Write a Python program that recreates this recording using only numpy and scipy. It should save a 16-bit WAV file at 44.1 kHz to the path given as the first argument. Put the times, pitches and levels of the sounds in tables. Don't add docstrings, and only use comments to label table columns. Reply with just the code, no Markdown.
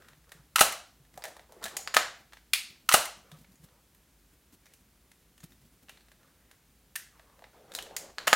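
import sys
import numpy as np
from scipy import signal
from scipy.fft import rfft, irfft, next_fast_len
from scipy.io import wavfile
from scipy.ndimage import uniform_filter1d

SR = 44100
rng = np.random.default_rng(int(sys.argv[2]) if len(sys.argv) > 2 else 0)


def gain_from_db(level_db):
    decades = np.asarray(level_db, float) / 20
    return 10 ** decades


def file_out(sig):
    cols = np.atleast_2d(sig).T
    lim = np.clip(cols, -1, 1)
    pcm = np.round(lim * 32767).astype(np.int16)
    wavfile.write(sys.argv[1], SR, pcm)


N = 368235

# pitch [Hz], width [Hz], level [dB].
GEAR_RING = [(594, 330, 10), (1750, 300, 5.5), (3780, 620, -0.5), (5470, 350, -10), (6740, 1700, -11.5),
             (9500, 310, -19), (9700, 67, -13), (13200, 180, -8.5), (14500, 430, -11.5)]


def shutter():
    # time in s, peak in dB, strongest ring in Hz, bass in dB, treble in dB.
    impacts = [
        (.557, -25.5, 1363, -11, 1.5),
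        (.5587, -7, 2682, -25, -3),
        (.5835, -15.5, 1161, -8, -6.5),
        (.5919, -8, 1990, -22.5, -5),
        (.5942, -22, 9500, -14.5, 7.5),
        (.6068, -9.5, 2816, -16, 7),
        (.6114, -10, 1677, -21, -3),
        (.6134, -6.5, 2800, -21, -4),
        (.6172, -14, 2684, -11.5, 3.5),
        (.722, -28.5, 2059, -8.5, 7),
    ]
    # s after the first firing, level in dB.
    firings = [
        (0.0, -1.46),
        (2.3310, -2),
    ]
    # base in ms, ms per dB of treble, ms per dB under full scale.
    rattle = (3.8, 0.27, .05)
    # pitch in Hz, width in Hz, level in dB.
    ring = [(640, 250, -12.5), (790, 44, -2.5), (1270, 60, 4.5), (1900, 64, 0), (2890, 87, -2),
            (4082, 56, 0), (5900, 190, -8.5), (8800, 400, -14.5), (10700, 230, -15.5), (13300, 510, -15)]
    # s in the first firing, peak in dB, pitch in Hz, t60 in s.
    casting = [
        (.6116, -7, 795, .028),
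        (.6116, -9, 1250, .022),
        (.6116, -18, 640, .04),
        (.6116, -21, 1220, .07),
        (.6116, -19, 1277, .07),
        (.5590, -17, 1350, .04),
        (.5838, -23, 1100, .025),
    ]
    once = clicks(timed(impacts, rattle), ring, own_db=2, plain_db=-9, lead=1.2)
    once = once - swings(casting, rise_s=.0003)
    out = np.zeros(N)
    for later, db in firings:
        add(out, later, gain_from_db(db) * once)
    return out


def lever_stops():
    # time in s, peak in dB, strongest ring in Hz, bass in dB, treble in dB.
    stops = [(1.9405, -17.5, 1900, -15, -8.5), (1.9448, -16.5, 2960, -18, -0.5),
             (1.9630, -20.5, 1840, -18, -14), (1.9668, -3, 1270, -8, -13.5),
             (1.9715, -18.5, 3774, -11, -0.5), (8.2703, -21.5, 725, -10, 0), (8.2738, -14, 1900, -7.5, -9),
             (8.2777, -11, 2850, -17, -4.5), (8.3258, -24.5, 1780, -10, -15), (8.3294, -2, 1270, -8.5, -21),
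             (8.3335, -16, 1502, -11, -2)]
    catches = [
        (1.8750, -16, 4710, -25.5, -17.5),
        (8.1834, -18, 4230, -28, -22),
    ]
    # base in ms, ms per dB of treble, ms per dB under full scale.
    stop_rattle = (1.7, -0.016, 0.12)
    catch_rattle = (1.4, 0, 0)
    # pitch in Hz, width in Hz, level in dB.
    ring = [(570, 870, -2), (1270, 80, 2.5), (1700, 170, 1), (2460, 90, -10.5), (3200, 100, -13),
            (4400, 370, -9.5), (7030, 470, -6), (9400, 600, -13), (12600, 900, -15)]
    rows = timed(stops, stop_rattle) + timed(catches, catch_rattle)
    return clicks(rows, ring, own_db=1, plain_db=-12, lead=3.5)


def gear_teeth():
    # time in s, peak in dB, strongest ring in Hz, treble in dB.
    ticks = [(1.14, -51, 2030, 2), (1.1755, -40.5, 790, 3.5), (1.2215, -36, 4800, -10),
             (1.2388, -30.5, 2160, 1.5), (1.2425, -34.5, 1798, -9), (1.253, -32.5, 1750, -1),
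             (1.2465, -30.5, 1700, -25), (1.2815, -48.5, 594, 8.5), (1.366, -43, 1190, -4),
             (1.394, -41, 1930, -19.5), (1.522, -55, 610, 15), (1.6265, -40, 4150, 1),
             (1.631, -34, 1800, -9), (1.646, -40, 7400, 8), (1.652, -41, 7500, -2), (1.67, -43, 1720, -3),
             (1.64, -29, 3780, 6.5), (1.6555, -29, 1740, -1), (1.6615, -29, 1720, -4),
             (1.681, -37.5, 3000, 3.5), (1.905, -52, 1472, -0.5), (7.195, -46.5, 1605, -8.5),
             (7.298, -58.5, 1168, -6), (7.392, -50.5, 1247, -6.5), (7.422, -47, 897, -18.5),
             (7.44, -40.5, 2005, -23.5), (7.7185, -36.5, 3760, -5), (7.7498, -28.5, 3940, 7),
             (7.78, -48, 577, -9), (7.787, -25.5, 3020, -5), (7.8245, -39.5, 3540, 8.5),
             (7.865, -42.5, 2800, -13), (7.909, -50, 700, -17), (8.03, -50.5, 760, -22),
             (8.073, -63, 1180, -9)]
    # dB at 1 kHz, dB per octave of the ring.
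    bass = (0.3, -10)
    # base in ms, ms per dB of treble, ms per dB under full scale.
    rattle = (2.8, -.02, -.003)
    return clicks(timed(weighted(ticks, bass), rattle), GEAR_RING, own_db=10.5, plain_db=-9, lead=4.7)


def pawls():
    # time in s, peak in dB, strongest ring in Hz, bass in dB, treble in dB.
    drops = [
        (1.7668, -25, 6646, -13, 5),
        (7.737, -42.5, 7050, -6, 2.2),
        (7.76, -39, 7580, -22, 4.4),
        (7.9645, -23, 5000, -34, 2),
    ]
    # base in ms, ms per dB of treble, ms per dB under full scale.
    rattle = (3.5, 0.0082, 0.034)
    # pitch in Hz, width in Hz, level in dB.
    ring = [(1934, 120, 0), (4900, 600, -3.5), (6900, 54, 1.5), (6726, 520, -1.5), (7700, 170, -1.5),
            (8750, 130, -12.5), (10300, 120, -24.5), (13100, 190, -13)]
    return clicks(timed(drops, rattle), ring, own_db=-9.0, plain_db=-7.0, lead=7.0)


def latches():
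    # time in s, peak in dB, strongest ring in Hz, bass in dB, treble in dB.
    snaps = [
        (2.5332, -14, 4530, -34, -3),
        (2.5348, -8.5, 2030, -32, -1),
        (2.5362, -11, 2710, -32, -2),
        (2.545, -23, 2400, -30, -4),
        (2.552, -28, 2030, -30, -4),
        (2.556, -26, 2710, -30, -4),
    ]
    # base in ms, ms per dB of treble, ms per dB under full scale.
    rattle = (.6, 0, .12)
    # pitch in Hz, width in Hz, level in dB.
    ring = [(2030, 250, -0.5), (2414, 73, 9), (2710, 110, -5.5), (3060, 860, -3.5), (3480, 120, 4),
            (3980, 320, -3.5), (4530, 230, 2.5), (5090, 100, -5.5), (6800, 300, -15.5), (9000, 120, -6.5),
            (9730, 120, -1.5), (11700, 300, -7)]
    return clicks(timed(snaps, rattle), ring, own_db=-43, plain_db=-9.5, lead=0.4)


def button():
    # time in s, peak in dB, strongest ring in Hz, bass in dB, treble in dB.
    presses = [
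        (6.9553, -31, 9050, -14.5, 3.9),
        (6.9592, -23.5, 1750, -38, 4.4),
    ]
    # base in ms, ms per dB of treble, ms per dB under full scale.
    rattle = (2.6, 0, 0)
    # pitch in Hz, width in Hz, level in dB.
    ring = [(1770, 67, 4.5), (2780, 91, -3), (6530, 104, -10), (8700, 320, -12), (8900, 93, -4),
            (12200, 180, 1.5), (14100, 400, -8)]
    return clicks(timed(presses, rattle), ring, own_db=-1.5, plain_db=-9.5, lead=4.2)


def rides():
    # start in s, length in s, level in dB, pitch in Hz.
    hums = [
        (1.742, .03, -52, 800),
        (1.782, .035, -53, 780),
        (1.862, .015, -52, 780),
        (1.655, .028, -47, 1720),
        (1.245, .04, -51, 1750),
        (1.241, .045, -50, 640),
        (7.915, .048, -56, 880),
    ]
    noise, hz = rfft(rng.standard_normal(N)), np.fft.rfftfreq(N, 1 / SR)
    out = np.zeros(N)
    for start, length, db, pitch_hz in hums:
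        hum = irfft(noise * mode(hz, pitch_hz, .14 * pitch_hz) ** 2, N)
        out += stroke(start, length, db) * evened(hum)
    return gain_from_db(-2.0) * out


def slides():
    # start in s, length in s, level in dB, centre of the scrape in Hz.
    scrapes = [(0.0, 0.13, -70, 1440), (0.267, 0.145, -72, 1278), (1.159, 0.29, -68, 1210),
               (1.491, 0.23, -64, 634), (1.612, 0.065, -55.5, 1410), (1.706, 0.12, -58, 790),
               (1.86, 0.068, -66, 780), (3.243, 0.132, -69, 1175), (3.645, 0.17, -76, 1012),
               (4.634, 0.123, -78.5, 2314), (5.885, 0.098, -76, 2437), (6.195, 0.11, -75, 1304),
               (6.297, 0.26, -79.5, 1836), (7.124, 0.39, -72, 1037), (7.53, 0.14, -63, 657),
               (7.677, 0.433, -59.5, 692), (7.996, .13, -71, 713), (8.175, 0.1443, -57, 1282)]
    # Hz, dB per Hz.
    tone_points = [(300, -2), (500, 13.5), (750, -16.5), (1200, -2.5), (1800, -10), (3000, -19.5),
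                   (8000, -31.5), (16000, -48.5)]
    frames, hz = N // 128 + 5, np.fft.rfftfreq(512, 1 / SR)[:, None]
    a, b, patches = rng.standard_normal((frames, 257, 3)).T
    patches = uniform_filter1d(patches, size=3, axis=0)
    patches = evened(uniform_filter1d(patches, size=9, axis=1))
    start, length, _, centre_hz = np.transpose(scrapes)
    centre_hz = np.interp(np.arange(frames) * 128 / SR, start + length / 2, centre_hz)
    tone = gain_from_db(read(tone_points, hz)) + gain_from_db(8.0) * abs(mode(hz, centre_hz, .22 * centre_hz))
    z = (a + 1j * b) * tone * gain_from_db(3.0 * patches)
    scrape = evened(signal.istft(z, nperseg=512, noverlap=384)[1][:N])
    return scrape * gain_from_db(4.0) * sum(stroke(*row[:3]) for row in scrapes)


def touches():
    # time in s, peak in dB, strongest ring in Hz,
    # treble in dB.
    light_clicks = [(0.02, -50, 1680, -9), (0.045, -54, 1940, -23), (0.084, -43.5, 1520, -5),
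                    (0.131, -48.5, 1940, -21), (0.241, -56, 1720, -10), (0.292, -49.5, 4720, -2),
                    (0.318, -36.5, 1854, -5.5), (1.049, -55, 1770, -14.5), (2.322, -46, 1700, -18),
                    (2.332, -38.5, 1180, -10), (2.369, -44, 1900, -14.5), (2.757, -55, 1584, -26),
                    (3.315, -41, 3580, -6.5), (3.347, -61, 1420, -9), (3.444, -52, 2200, -19),
                    (3.555, -60, 6750, 5), (3.686, -56.5, 1270, -9.5), (3.947, -58, 12100, 5),
                    (4.656, -49.5, 5800, -2.5), (4.6652, -50, 1950, 0), (4.719, -58.5, 1935, -7),
              (4.736, -54.5, 2862, 8), (5.115, -49.5, 2060, 0), (5.378, -50, 3000, 0.5),
              (5.403, -48, 6640, 0), (5.43, -50.5, 1290, -10.5), (5.519, -53, 3655, -6.5),
              (5.8837, -43.5, 2780, -20.5), (5.893, -37, 2740, -6), (5.972, -47.5, 4100, -18.5),
              (6.0063, -54, 4140, -3.5), (6.083, -50.5, 1380, -12.5), (6.116, -45.5, 1740, -8),
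              (6.1987, -62.5, 1340, -15), (6.23, -54.5, 1720, -10), (6.275, -60, 1283, -3),
              (6.512, -44.5, 1890, -5)]
    # dB at 1 kHz, dB per octave of the ring.
    bass = (-15, -5)
    # base in ms, ms per dB of treble, ms per dB under full scale.
    rattle = (4.4, -.02, -0.0034)
    return clicks(timed(weighted(light_clicks, bass), rattle), GEAR_RING, own_db=8.5, plain_db=-4.5, lead=3.1)


def thuds():
    # time in s, peak in dB, pitch in Hz, t60 in s.
    knocks = [(0.111, -58.5, 148, 0.18), (0.348, -48, 161, 0.089), (0.393, -46, 144, 0.095),
              (0.604, -43.5, 213, 0.23), (0.998, -51, 137, 0.16), (1.17, -57, 151, 0.12),
              (1.638, -48, 214, 0.22), (1.96, -28, 229, 0.04), (2.935, -44, 225, 0.2),
              (3.321, -42, 153.8, 0.19), (3.483, -54.5, 186, 0.17), (3.595, -49.5, 147, 0.15),
              (8.267, -48, 170, 0.19), (8.325, -26.5, 243, 0.047)]
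    springs = [
        (1.767, -64.5, 6900, .5),
        (1.8, -47.5, 6900, .55),
        (2.537, -44.5, 4300, 0.2),
        (2.535, -86, 8900, 0.19),
        (9.9, -73, 9500, 0.32),
    ]
    frame = [
        (1.9672, -16, 1275, .09),
        (8.3298, -16, 1278, .09),
    ]
    return swings(knocks + springs, rise_s=0.009) + swings(frame, rise_s=.001)


def grip():
    # start in s, length in s, level in dB.
    shifts = [
        (0, 1.43, -67.5),
        (1.3, 1.13, -72.5),
        (2.593, 0.89, -64),
        (3.29, 0.42, -62),
        (5.432, 0.373, -57),
        (7.721, .63, -70),
    ]
    lumps = gain_from_db(9.0 * evened(uniform_filter1d(rng.standard_normal(N), 1500)))
    thud = colour(rng.standard_normal(N), [(60, -28.0), (110, -3.0), (155, -0.5), (260, -3.0), (600, -25.5)])
    resting_db = -72.5
    return evened(thud * lumps) * (gain_from_db(resting_db) + sum(stroke(*row) for row in shifts)) * gain_from_db(-5.0)


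def room(x):
    # Hz, t60 in s.
    decay = [(300, 0.33), (450, 0.38), (600, .45), (790, 0.4), (2090, .41), (5510, .42), (14600, 0.23)]
    # Hz, dB.
    tone_points = [(250, -11), (420, -11.5), (550, -6.5), (720, -4), (950, -8.5), (1300, -8), (2000, -7),
                   (6000, -3), (15000, -5.5)]
    hz, t, z = signal.stft(x, SR, nperseg=256, noverlap=192)
    power = uniform_filter1d(abs(z) ** 2, size=3, axis=0) + 0.94 * abs(z) ** 2
    keep = gain_from_db(-120 * 64 / SR / read(decay, hz))
    quick = gain_from_db(-120 * 64 / SR / 0.009)
    late = np.array([signal.lfilter([1 - k], [1, -k], p) for k, p in zip(keep, power)])
    held = late + gain_from_db(-7.5) * signal.lfilter([1 - quick], [1, -quick], power)
    a, b = rng.standard_normal((len(t), len(hz), 2)).T
    tail = signal.istft(np.sqrt(held) * (a + 1j * b), SR, nperseg=256, noverlap=192)[1]
    return np.concatenate([np.zeros(200), colour(tail, tone_points)])[:N]


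def room_air():
    # Hz, dB per Hz.
    air_points = [(20, -38), (33, -22), (42, -8), (52, 1.5), (68, -7), (100, -12), (150, -11), (300, -16),
                  (520, -22), (800, -24.5), (2000, -26.5), (5000, -29.5), (14000, -30), (16200, -32)]
    return gain_from_db(-64.5) * evened(colour(rng.standard_normal(N), air_points))


def side_signal(x):
    # Hz, side below mid in dB.
    width_points = [(60, -30.5), (150, -34.5), (380, -36), (950, -39.5), (2380, -27), (5980, -22.5),
                    (15000, -13)]
    # Hz, dB per Hz.
    hiss_points = [(100, -4), (1000, -4), (4000, -2.5), (15000, 2.5)]
    later = np.concatenate([np.zeros(60), x])[:N]
    return colour(later, width_points) + gain_from_db(-77) * evened(colour(rng.standard_normal(N), hiss_points))


def click(row, ring, own_db, plain_db, lead):
    s, peak_db, own_hz, bass_db, treble_db, length_ms = row
    t, hz = np.arange(2048) / SR, np.fft.rfftfreq(2048, 1 / SR)
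    impacts, strength = rng.standard_normal((2, 2048))
    rattle = impacts * gain_from_db(3.1 * strength) * np.exp(-(t * 1000 / length_ms) ** 2.2)
    rattle = rattle * np.minimum(t * 1000 / (0.37 * length_ms), 1)
    rattle = rattle + lead / length_ms ** 2 * np.exp(-((t - .0003) / .00004) ** 2)
    rings = ring + [(own_hz, 0.062 * own_hz, own_db), (4000, 16000, plain_db)]
    body = np.sqrt(sum(abs(gain_from_db(db) * mode(hz, f, w)) ** 2 for f, w, db in rings))
    body = body / np.sqrt(uniform_filter1d(abs(rfft(rattle)) ** 2, size=21))
    bands = mode(hz, np.array([[720], [2200], [9000]]), np.array([[600], [4500], [13000]]))
    parts = body * abs(bands) ** 2
    peaks = np.array([abs(irfft(rfft(rattle) * causal(p))).max() for p in parts])
    gains = gain_from_db(np.array([bass_db, 0, treble_db])) / peaks
    blend = np.linalg.norm(parts * gains[:, None], axis=0)
    return s, gain_from_db(peak_db) * irfft(rfft(rattle) * causal(blend))


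def clicks(rows, ring, own_db, plain_db, lead):
    out = np.zeros(N)
    for row in rows:
        add(out, *click(row, ring, own_db, plain_db, lead))
    return out


def timed(rows, rattle):
    ms, per_treble, per_weak = rattle
    return [(*row, max(ms + per_treble * row[4] - per_weak * row[1], 1.2)) for row in rows]


def weighted(rows, bass):
    at_1k_db, per_octave_db = bass
    return [(s, db, hz, at_1k_db + per_octave_db * np.log2(hz / 1000), treble_db)
            for s, db, hz, treble_db in rows]


def swings(rows, rise_s):
    out, t = np.zeros(N), np.arange(8000) / SR
    for s, db, hz, t60 in rows:
        swing = gain_from_db(db - 60 * t / t60) * np.sin(2 * np.pi * hz * t)
        add(out, s, swing * np.minimum(t / rise_s, 1))
    return out


def stroke(start, length, db):
    rise_s, fall_s = 0.0057, 0.0077
    t = np.arange(N) / SR - start
    ramp = np.minimum(t / rise_s + .5, (length - t) / fall_s + .5)
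    return gain_from_db(db) * np.clip(ramp, 0, 1) ** 2


def mode(hz, centre_hz, width):
    return 1j * hz * width / (centre_hz ** 2 - hz ** 2 + 1j * hz * width)


def causal(gain):
    log = np.log(np.maximum(gain, 1e-5))
    mirrored = np.concatenate([log, log[-2:0:-1]])
    return np.exp(np.conj(signal.hilbert(mirrored))[:len(log)])


def evened(x):
    return x / np.sqrt(np.mean(x ** 2) + 1e-20)


def read(points, hz):
    f, value = np.transpose(points)
    return np.interp(np.log(hz + 1), np.log(f + 1), value)


def colour(x, points):
    size = next_fast_len(len(x))
    gain = gain_from_db(read(points, np.fft.rfftfreq(size, 1 / SR)))
    return irfft(rfft(x, size) * gain, size)[:len(x)]


def add(mix, s, sound):
    part = mix[round(s * SR):][:len(sound)]
    part += sound[:len(part)]


def scene():
    winder = lever_stops() + gear_teeth() + pawls() + latches() + button() + rides()
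    camera = shutter() + winder + slides() + touches()
    heard = camera + room(camera)
    mid = heard + thuds() + grip() + room_air()
    side = side_signal(heard)
    return np.array([mid + side, mid - side])


def low_pass(x):
    return signal.sosfilt(signal.butter(12, 16370, fs=SR, output="sos"), x)


def record(dry):
    lowpass = signal.firwin(255, 16100, window=("kaiser", 8), fs=SR)
    x = signal.oaconvolve(dry, lowpass[None], "same")
    return low_pass(np.clip(x, -1, 1))


dry = scene()
out = record(dry)
file_out(out)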